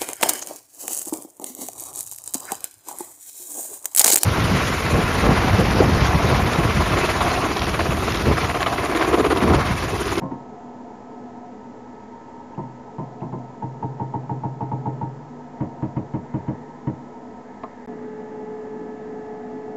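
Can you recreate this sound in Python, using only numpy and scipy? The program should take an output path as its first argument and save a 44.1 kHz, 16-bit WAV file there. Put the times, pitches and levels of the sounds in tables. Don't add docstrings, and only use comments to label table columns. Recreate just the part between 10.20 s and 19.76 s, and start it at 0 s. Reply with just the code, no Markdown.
import sys
import numpy as np
from scipy import signal
from scipy.fft import rfft, irfft, next_fast_len
from scipy.io import wavfile
from scipy.ndimage import uniform_filter1d

SR = 44100
rng = np.random.default_rng(int(sys.argv[2]) if len(sys.argv) > 2 else 0)


def ratio(d):
    e = np.asarray(d, float) / 20
    return 10 ** e


def unload_wav(signal):
    wavfile.write(
        sys.argv[1],
        SR,
        np.round(np.clip(np.atleast_2d(signal).T, -1, 1) * 32767).astype(np.int16),
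    )


N = 421596
FIRST_SHOT_END_S, SECOND_SHOT_START_S = 7.66115, 7.67435


def walk(rate):
    hold = int(SR / rate)
    steps = np.repeat(rng.standard_normal(N // hold + 1), hold)
    return 1.3 * uniform_filter1d(uniform_filter1d(steps, hold), hold)[:N]


def noise(gain):
    size = next_fast_len(N)
    hz = np.arange(size // 2 + 1) * SR / size + 1
    x = irfft(rfft(rng.standard_normal(size)) * gain(hz), size)[:N]
    return x / x.std()


def colour(points):
    hz, db = np.transpose(points)
    return lambda f: ratio(np.interp(np.log(f), np.log(hz), db))


def add(out, first, sound):
    out[first:first + len(sound)] += sound


# time in seconds, turn from about -1 (front) to 1 (side).
HAND_TURN = [(0, 0.56), (.7, 0.9), (1.26, 0.84), (1.6, -0.67), (1.95, -1.4), (2.65, -.9), (2.9, .9),
             (3.4, .3), (3.9, 0.18), (4.9, -0.27), (5.6, 0.64), (5.8, -.6), (6.5, -.9), (7.05, 0.79),
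             (7.6, -0.071), (7.87, -1.2), (8.2, -0.37), (9.4, 0.23)]


def drifts(desk):
    t = np.arange(N) / SR
    turn = np.interp(t, *np.transpose(HAND_TURN))
    full_turn_db = (0, 6.5, -0.5, -0.5)
    tremor_db = (.3, 1.2, 1.2, 1.5)
    dbs = [gain * turn + tremor * walk(4.5) for gain, tremor in zip(full_turn_db, tremor_db)]
    creep_start_s, creep_db_per_s = 4.1, 2
    dbs[-1] = dbs[-1] + creep_db_per_s * np.clip(t - creep_start_s, 0, None) * ~desk
    return [db - np.where(desk, db[desk].mean(), db[~desk].mean()) for db in dbs]


# multiple of the shaft rate, level at the table in dB, level at the desk in dB.
FAN_TONES = [(4, -47.5, -48), (7, -54.5, -36), (8, -61, -57), (14, -68.5, -50), (19, -71.5, -71),
             (20, -78.5, -63.5), (21, -59.5, -60), (24, -77, -77.5), (27, -77, -79), (28, -69, -58.5),
             (32, -73, -64.5), (35, -81.5, -76.5), (36, -77, -72.5), (40, -83.5, -90.5), (44, -89.5, -76),
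             (48, -91.5, -85)]
# frequency in Hz, level in dB per Hz.
RUSH_TABLE = [(15, -65), (25, -24), (133, -14), (185, -20.5), (205, -6.5), (232, -8), (246, -0.5),
              (262, -9), (295, -12.5), (325, -10), (360, -15.5), (395, -12), (580, -15), (616, -21.5),
              (650, -14.5), (712, -15.5), (774, -18), (932, -12.5), (1100, -27.5), (1320, -28), (3500, -48),
              (4550, -79), (7700, -120)]
# frequency in Hz, level in dB per Hz.
RUSH_DESK = [(15, -75.5), (25, -29), (133, -21), (238, -5.5), (360, -16.5), (425, -11.5), (461, -16),
             (567, -20), (698, -24), (790, -28.5), (840, -15.5), (913, -27.5), (1700, -38), (3500, -53.5),
             (4550, -86), (7700, -120)]
# frequency in Hz, width in Hz, level at the table in dB, level at the desk in dB.
CAVITY = [(253, 110, -51, -48.5), (433.7, 32, -52, -61.5), (715, 70, -53.5, -48), (833, 44, -55.5, -56.5),
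          (922, 26, -50.5, -57), (1005, 47, -58, -60), (1584, 120, -72.5, -65.5), (1793, 270, -66, -61.5),
          (2050, 340, -71, -67)]


def fan(desk):
    def place(pair):
        return np.where(desk, pair[1], pair[0])

    shaft_hz = place((61.5, 61.43)) * (1 + 0.000509 * walk(2.04))
    turn = 2 * np.pi * np.cumsum(shaft_hz) / SR
    tones = np.zeros(N)
    for multiple, *dbs in FAN_TONES:
        level = np.sqrt(2) * ratio(place(dbs) + 0.99 * walk(8.7))
        tones += level * np.sin(multiple * turn + rng.uniform(0, 2 * np.pi))
    hand_db = drifts(desk)
    rush = np.where(desk, noise(colour(RUSH_DESK)), noise(colour(RUSH_TABLE)))
    rush = rush * ratio(place((-42, -37.5)) + hand_db[0])
    for hz, width, *dbs in CAVITY:
        layer = np.searchsorted((620, 790, 1300), hz)
        drift = hand_db[layer] + .8 * walk(12)
        resonance = noise(lambda f: 1 / (1 + (2 * (f - hz) / width) ** 2))
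        rush += resonance * ratio(place(dbs) + drift)
    return tones + rush


def strike(out, s, modes, lags, gain, detune):
    hz, t60, *swings = np.transpose(modes)
    for lag, swing in zip((0, *lags), swings):
        first = int(np.ceil((s + lag) * SR))
        t = (first + np.arange(SR // 2)) / SR - s - lag
        decay = np.exp(-np.log(1000) * np.outer(1 / t60, t))
        rings = np.sin(2 * np.pi * np.outer(hz * detune, t)) * decay
        add(out, first, swing * gain / 1000 @ rings)


# frequency in Hz, level in dB, time to fall 60 dB in seconds.
NUT = [(1226, -3, .08), (1445, -4, 0.072), (1650, -6.5, .09), (1900, -5.5, 0.074), (2126, -6, 0.089),
       (2560, -15, 0.065), (3000, -15, .09)]


def nut_ring(level_db):
    hz, ring_db, t60 = np.transpose(NUT)
    t = np.arange(SR // 10) / SR
    rings = np.sin(2 * np.pi * np.outer(hz, t)) * ratio(-60 * np.outer(1 / t60, t))
    levels = ratio(level_db + ring_db + 2.5 * rng.standard_normal(len(hz)))
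    return levels @ rings * (1 - np.exp(-t / .002))


# frequency in Hz, level in dB.
RATTLE = [(700, -14.5), (1100, -3.5), (1500, -12), (2200, -20), (2600, -23.5), (3200, -30), (4000, -41),
          (6000, -65.5)]
# frequency in Hz, level in dB.
PANELS = [(40, -46), (90, -21), (140, -12), (250, -8), (600, -14), (900, -12), (1150, -29.5), (2000, -53.5),
          (4000, -82.5)]


def axis(jogs, modes, lags, rattle_db, loose_db, bench_db, bench_ms, nut_db, door_db):
    out, turning, loose, door = np.zeros((4, N + 2 * SR))
    since = np.arange(2 * SR) / SR
    screw = np.exp(-np.clip(since - .022, 0, None) / .02)
    slack = ratio(-8) * np.exp(-since / 0.0033)
    panels = (1 - np.exp(-since / 0.0037)) * np.exp(-since / 0.11)
    thump = since / 0.0074 * np.exp(-since / 0.012) * np.sin(2 * np.pi * 48 * since)
    door_swell = (1 - np.exp(-since / .08)) * ratio(-120 * since / 2.6)
    for s, db in jogs:
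        first = round(s * SR)
        pitch_luck, level_luck = rng.standard_normal((2, len(modes)))
        strike(out, s, modes, lags, ratio(db + .5 * level_luck), 1 + .0015 * pitch_luck)
        add(turning, first, ratio(db) * (screw + slack))
        add(loose, first, ratio(db) * panels)
        add(out, first + bench_ms * SR // 1000, ratio(db + bench_db) * thump)
        add(out, first, nut_ring(db + nut_db))
        add(door, first, door_swell)
    door_tone = np.sqrt(2 * door[:N]) * np.sin(2 * np.pi * 149.5 * np.arange(N) / SR)
    rattle = ratio(rattle_db) * turning[:N] * noise(colour(RATTLE))
    buzz = ratio(loose_db) * loose[:N] * noise(colour(PANELS))
    return out[:N] + ratio(door_db) * door_tone + rattle + buzz


# frequency in Hz, time to fall 60 dB in seconds,
# then signed swing in thousandths at the first, second and third jolt.
FIRST_MODES = [(94.0, 0.25, -4.0, -16.0, 3.0), (128.4, 0.25, 45.0, -21.0, 21.0),
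               (156.5, 0.25, -0.0, 44.0, -14.0), (189.1, 0.25, -55.0, 3.0, -0.0),
               (209.7, 0.156, 18.0, 20.0, 8.0), (257.7, 0.35, 4.0, 26.0, 7.0),
               (272.3, 0.208, 0.0, 6.0, -56.0), (338.9, 0.25, -9.0, -9.0, 1.0),
               (373.7, 0.056, -4.0, -32.0, -9.0), (429.4, 0.21, -7.0, -5.0, -14.0),
               (529.4, 0.35, -11.0, -11.0, -9.0), (637.2, 0.236, 3.0, -13.0, -7.0),
               (699.3, 0.141, -9.0, 8.0, 5.0), (734.7, 0.25, -13.0, 7.0, 1.0),
               (810.1, 0.223, -4.0, 7.0, -1.0), (856.5, 0.25, 6.0, 2.0, -6.0),
               (919.8, 0.25, 31.0, 11.0, -2.0), (1010.8, 0.25, -9.0, -13.0, 7.0),
               (1067.4, 0.4, 8.0, 6.0, -8.0), (1464.4, 0.25, -2.0, -0.0, -0.0)]
# start in seconds, level in dB.
FIRST_JOG = [
    (.01884, 0.0053),
]
# frequency in Hz, time to fall 60 dB in seconds,
# then signed swing in thousandths at the first, second and third jolt.
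BACK_MODES = [(125.8, 0.181, 13.0, 4.0, 16.0), (148.5, 0.2, -5.0, -7.0, -11.0),
              (203.5, 0.2, -11.0, 19.0, -2.0), (257.9, 0.2, 1.0, 58.0, -15.0),
              (262.9, 0.2, 20.0, 27.0, -28.0), (274.5, 0.2, -29.0, 1.0, 25.0),
              (340.2, 0.101, -8.0, -38.0, 12.0), (378.0, 0.147, 15.0, 0.0, -7.0),
              (691.1, 0.03, -14.0, 4.0, -13.0), (925.3, 0.2, 25.0, -3.0, 10.0),
              (981.5, 0.2, 28.0, -14.0, 4.0), (992.1, 0.03, -28.0, -5.0, 5.0)]
# start in seconds, level in dB.
BACK_JOG = [
    (.1125, 0.024),
]


def opening_jogs():
    move = dict(rattle_db=-50, loose_db=-42, bench_db=-41, bench_ms=0, nut_db=-50, door_db=-55)
    first = axis(FIRST_JOG, FIRST_MODES, (.01504, .03988), **move)
    return first + axis(BACK_JOG, BACK_MODES, (.00609, .02906), **move)


# start in seconds, level in dB.
KEY_TICKS = [
    (2.3465, -52),
    (3.006, -50),
]


def keys():
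    out, t = np.zeros(N), np.arange(SR // 20) / SR
    start_hz, rise_hz_per_s = 2480, 25000
    shape = np.sqrt(2) * (1 - np.exp(-t / .001)) * np.exp(-t / .005)
    ring = shape * np.sin(2 * np.pi * (start_hz + rise_hz_per_s * t) * t)
    for s, db in KEY_TICKS:
        add(out, int(s * SR), ratio(db) * ring)
    return out


# frequency in Hz, time to fall 60 dB in seconds,
# then signed swing in thousandths at the first, second and third jolt.
HEAD_MODES = [(102.6, 0.22, -6.0, 6.0, 4.0), (127.7, 0.7, 42.0, 22.0, -11.0),
              (151.4, 0.28, 8.0, -32.0, -1.0), (178.2, 0.194, -25.0, 39.0, -3.0),
              (208.0, 0.103, -22.0, -46.0, -7.0), (243.9, 0.22, 16.0, -6.0, 5.0),
              (276.3, 0.22, -14.0, 12.0, 17.0), (288.5, 0.22, 25.0, 10.0, 1.0),
              (343.3, 0.084, 2.0, -57.0, 1.0), (393.0, 0.045, -12.0, 33.0, 3.0),
              (427.7, 0.22, -2.0, -4.0, 5.0), (525.6, 0.206, -6.0, -5.0, 6.0),
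              (640.4, 0.22, 4.0, 13.0, -2.0), (683.7, 0.058, -13.0, -10.0, 3.0),
              (743.1, 0.124, -8.0, 2.0, 1.0), (824.1, 0.22, -7.0, -1.0, -2.0),
              (865.4, 0.3, 9.0, -4.0, -6.0), (921.8, 0.3, 19.0, -8.0, 3.0),
              (1008.5, 0.182, -6.0, 15.0, 5.0), (1070.0, 0.191, 7.0, 0.0, 2.0)]
# start in seconds, level in dB.
HEAD_JOGS = [
    (2.3765, 1.2),
    (2.7827, 1.2),
    (3.0169, 0.21),
    (3.1262, 0.28),
]


def head_jogs():
    return axis(HEAD_JOGS, HEAD_MODES, (.01133, .04972), rattle_db=-53, loose_db=-44,
                bench_db=-35, bench_ms=0, nut_db=-52, door_db=-51)


# frequency in Hz, time to fall 60 dB in seconds, then signed swing
# in thousandths at the jolts 0, 21 and 11 ms after the start.
GANTRY_MODES = [(102.6, 0.102, -10.0, -15.0, -40.0), (129.8, 0.593, 33.0, -51.0, 55.0),
                (143.8, 0.45, -46.0, 10.0, -16.0), (180.8, 0.154, 6.0, 1.0, -33.0),
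                (196.0, 0.1, 34.0, -5.0, -20.0), (281.8, 0.071, -15.0, 54.0, -9.0),
                (314.4, 0.147, 21.0, -43.0, 12.0), (374.4, 0.168, 4.0, 10.0, 18.0),
                (398.5, 0.096, 6.0, 17.0, 10.0), (432.1, 0.22, -26.0, 1.0, 3.0),
                (451.3, 0.189, 29.0, -9.0, -17.0), (576.4, 0.183, 4.0, 7.0, 7.0),
                (670.7, 0.138, -11.0, -2.0, -20.0), (690.3, 0.153, 5.0, 8.0, 23.0),
                (827.2, 0.22, 12.0, -27.0, 2.0), (855.9, 0.075, 42.0, 9.0, -62.0),
                (922.4, 0.24, -63.0, 22.0, 16.0), (1070.2, 0.115, -7.0, -2.0, 1.0),
                (1314.4, 0.05, 6.0, 1.0, 3.0)]
# start in seconds, level in dB.
GANTRY_JOGS = [(3.4221, -0.5), (3.6253, 1.5), (3.7971, 1), (3.9377, 1), (4.0938, 1), (4.2343, 1),
               (4.4061, 1), (4.5154, 0.8), (4.656, 1.5), (4.8121, 0.4)]


def gantry_jogs():
    return axis(GANTRY_JOGS, GANTRY_MODES, (.02067, .01118), rattle_db=-51, loose_db=-41,
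                bench_db=-38, bench_ms=14, nut_db=-49, door_db=-41)


# frequency in Hz, time to fall 60 dB in seconds,
# then signed swing in thousandths at the first, second and third jolt.
BED_MODES = [(90.7, 0.22, 13.0, 13.0, -2.0), (101.2, 0.22, -4.0, -8.0, 21.0),
             (131.7, 0.7, -111.0, -28.0, -53.0), (163.0, 0.22, 39.0, -47.0, -33.0),
             (181.3, 0.111, 23.0, 46.0, 68.0), (236.0, 0.22, 58.0, -56.0, -62.0),
             (277.6, 0.22, -20.0, 31.0, -13.0), (307.7, 0.147, -53.0, 28.0, -20.0),
             (326.7, 0.21, 45.0, -2.0, 1.0), (401.6, 0.07, -8.0, 11.0, 24.0),
             (482.9, 0.208, -8.0, 4.0, -1.0), (527.0, 0.098, 3.0, -2.0, 10.0),
             (562.1, 0.183, 3.0, -14.0, 7.0), (628.2, 0.22, -7.0, -15.0, -3.0),
             (931.3, 0.083, -12.0, 7.0, -20.0), (942.0, 0.122, 35.0, 8.0, 18.0)]
# start in seconds, level in dB.
BED_JOGS = [(5.4056, 1.2), (5.6243, 1.5), (5.7648, 1.3), (5.9371, 1.4), (6.1395, 1.1), (6.2806, .7),
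            (6.6705, 1.2)]


def bed_jogs():
    return axis(BED_JOGS, BED_MODES, (.01187, .02622), rattle_db=-48, loose_db=-39.5,
                bench_db=-28, bench_ms=0, nut_db=-43, door_db=-48)


# frequency in Hz, time to fall 60 dB in seconds,
# then signed swing in thousandths at tick, landing and settling.
TAP_MODES = [(84.8, 0.018, 3.3, 3.5, -7.3), (244.4, 0.045, 7.1, -45.4, -22.4),
             (431.9, 0.083, -24.0, -26.1, 6.9), (526.4, 0.018, 1.1, -1.6, -17.7),
             (644.2, 0.072, -19.2, -7.1, -9.0), (734.0, 0.09, 5.0, 19.4, 5.9),
             (853.5, 0.035, 19.4, 25.7, -30.3), (967.5, 0.09, 21.7, -20.7, 7.7),
             (1059.1, 0.09, -39.9, -5.5, 10.0), (1213.7, 0.072, 24.9, 4.3, 28.8),
             (1330.7, 0.08, 0.7, -1.7, -6.0), (1706.8, 0.065, 12.0, -3.1, 0.1),
             (1977.7, 0.04, 6.5, 2.7, 0.9), (2227.0, 0.018, 0.9, 8.7, 0.9), (2624.8, 0.09, -2.8, -4.2, 3.1),
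             (3324.4, 0.055, -1.8, 0.9, 1.2), (3991.8, 0.03, -2.0, 3.5, -1.0)]


def tap():
    start_s = 7.4348
    out, since = np.zeros(N), np.arange(N) / SR - start_s
    strike(out, start_s, TAP_MODES, (.00294, .00601), 1, 1.0)
    scrape = (since > 0) * np.exp(-(since / .006) ** 4)
    return out + ratio(-53) * scrape * noise(lambda f: 1 / (1 + ((f - 3600) / 1300) ** 4))


def scene():
    desk = np.arange(N) / SR > FIRST_SHOT_END_S
    blows = opening_jogs() + head_jogs() + gantry_jogs() + bed_jogs() + tap()
    contact = np.hanning(9)
    blows = np.convolve(blows, contact / contact.sum(), "same")
    return (fan(desk) + blows + keys())[None]


# frequency in Hz, level in dB per Hz.
HISS = [(20, 15), (60, 6), (200, -4.5), (1500, -11.5), (3000, -2.5), (4500, -2.5), (6500, -3), (7500, -1.5)]


def camera_noise():
    whine = np.sqrt(2) * np.sin(2 * np.pi * 6650 * np.arange(N) / SR)
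    return ratio(-59.5) * noise(colour(HISS)) + ratio(-83) * whine


def low_pass(x):
    return signal.sosfilt(signal.butter(12, 16000, fs=SR, output="sos"), x)


def record(dry):
    bottom_hz, top_hz, offset = 70, 8250, -.0018
    x = signal.lfilter(*signal.butter(2, bottom_hz, "high", fs=SR), dry) + camera_noise()
    x = signal.sosfilt(signal.cheby2(12, 45, top_hz, fs=SR, output="sos"), x) + offset
    last = int(FIRST_SHOT_END_S * SR)
    chop = last - 40 + np.argmin(np.abs(np.abs(x[0, last - 40:last]) - .011))
    ease_in = np.clip((np.arange(N) / SR - SECOND_SHOT_START_S) / .001, 0, 1)
    x = x * np.where(np.arange(N) <= chop, 1, ease_in)
    return low_pass(x)


dry = scene()
out = record(dry)
unload_wav(out)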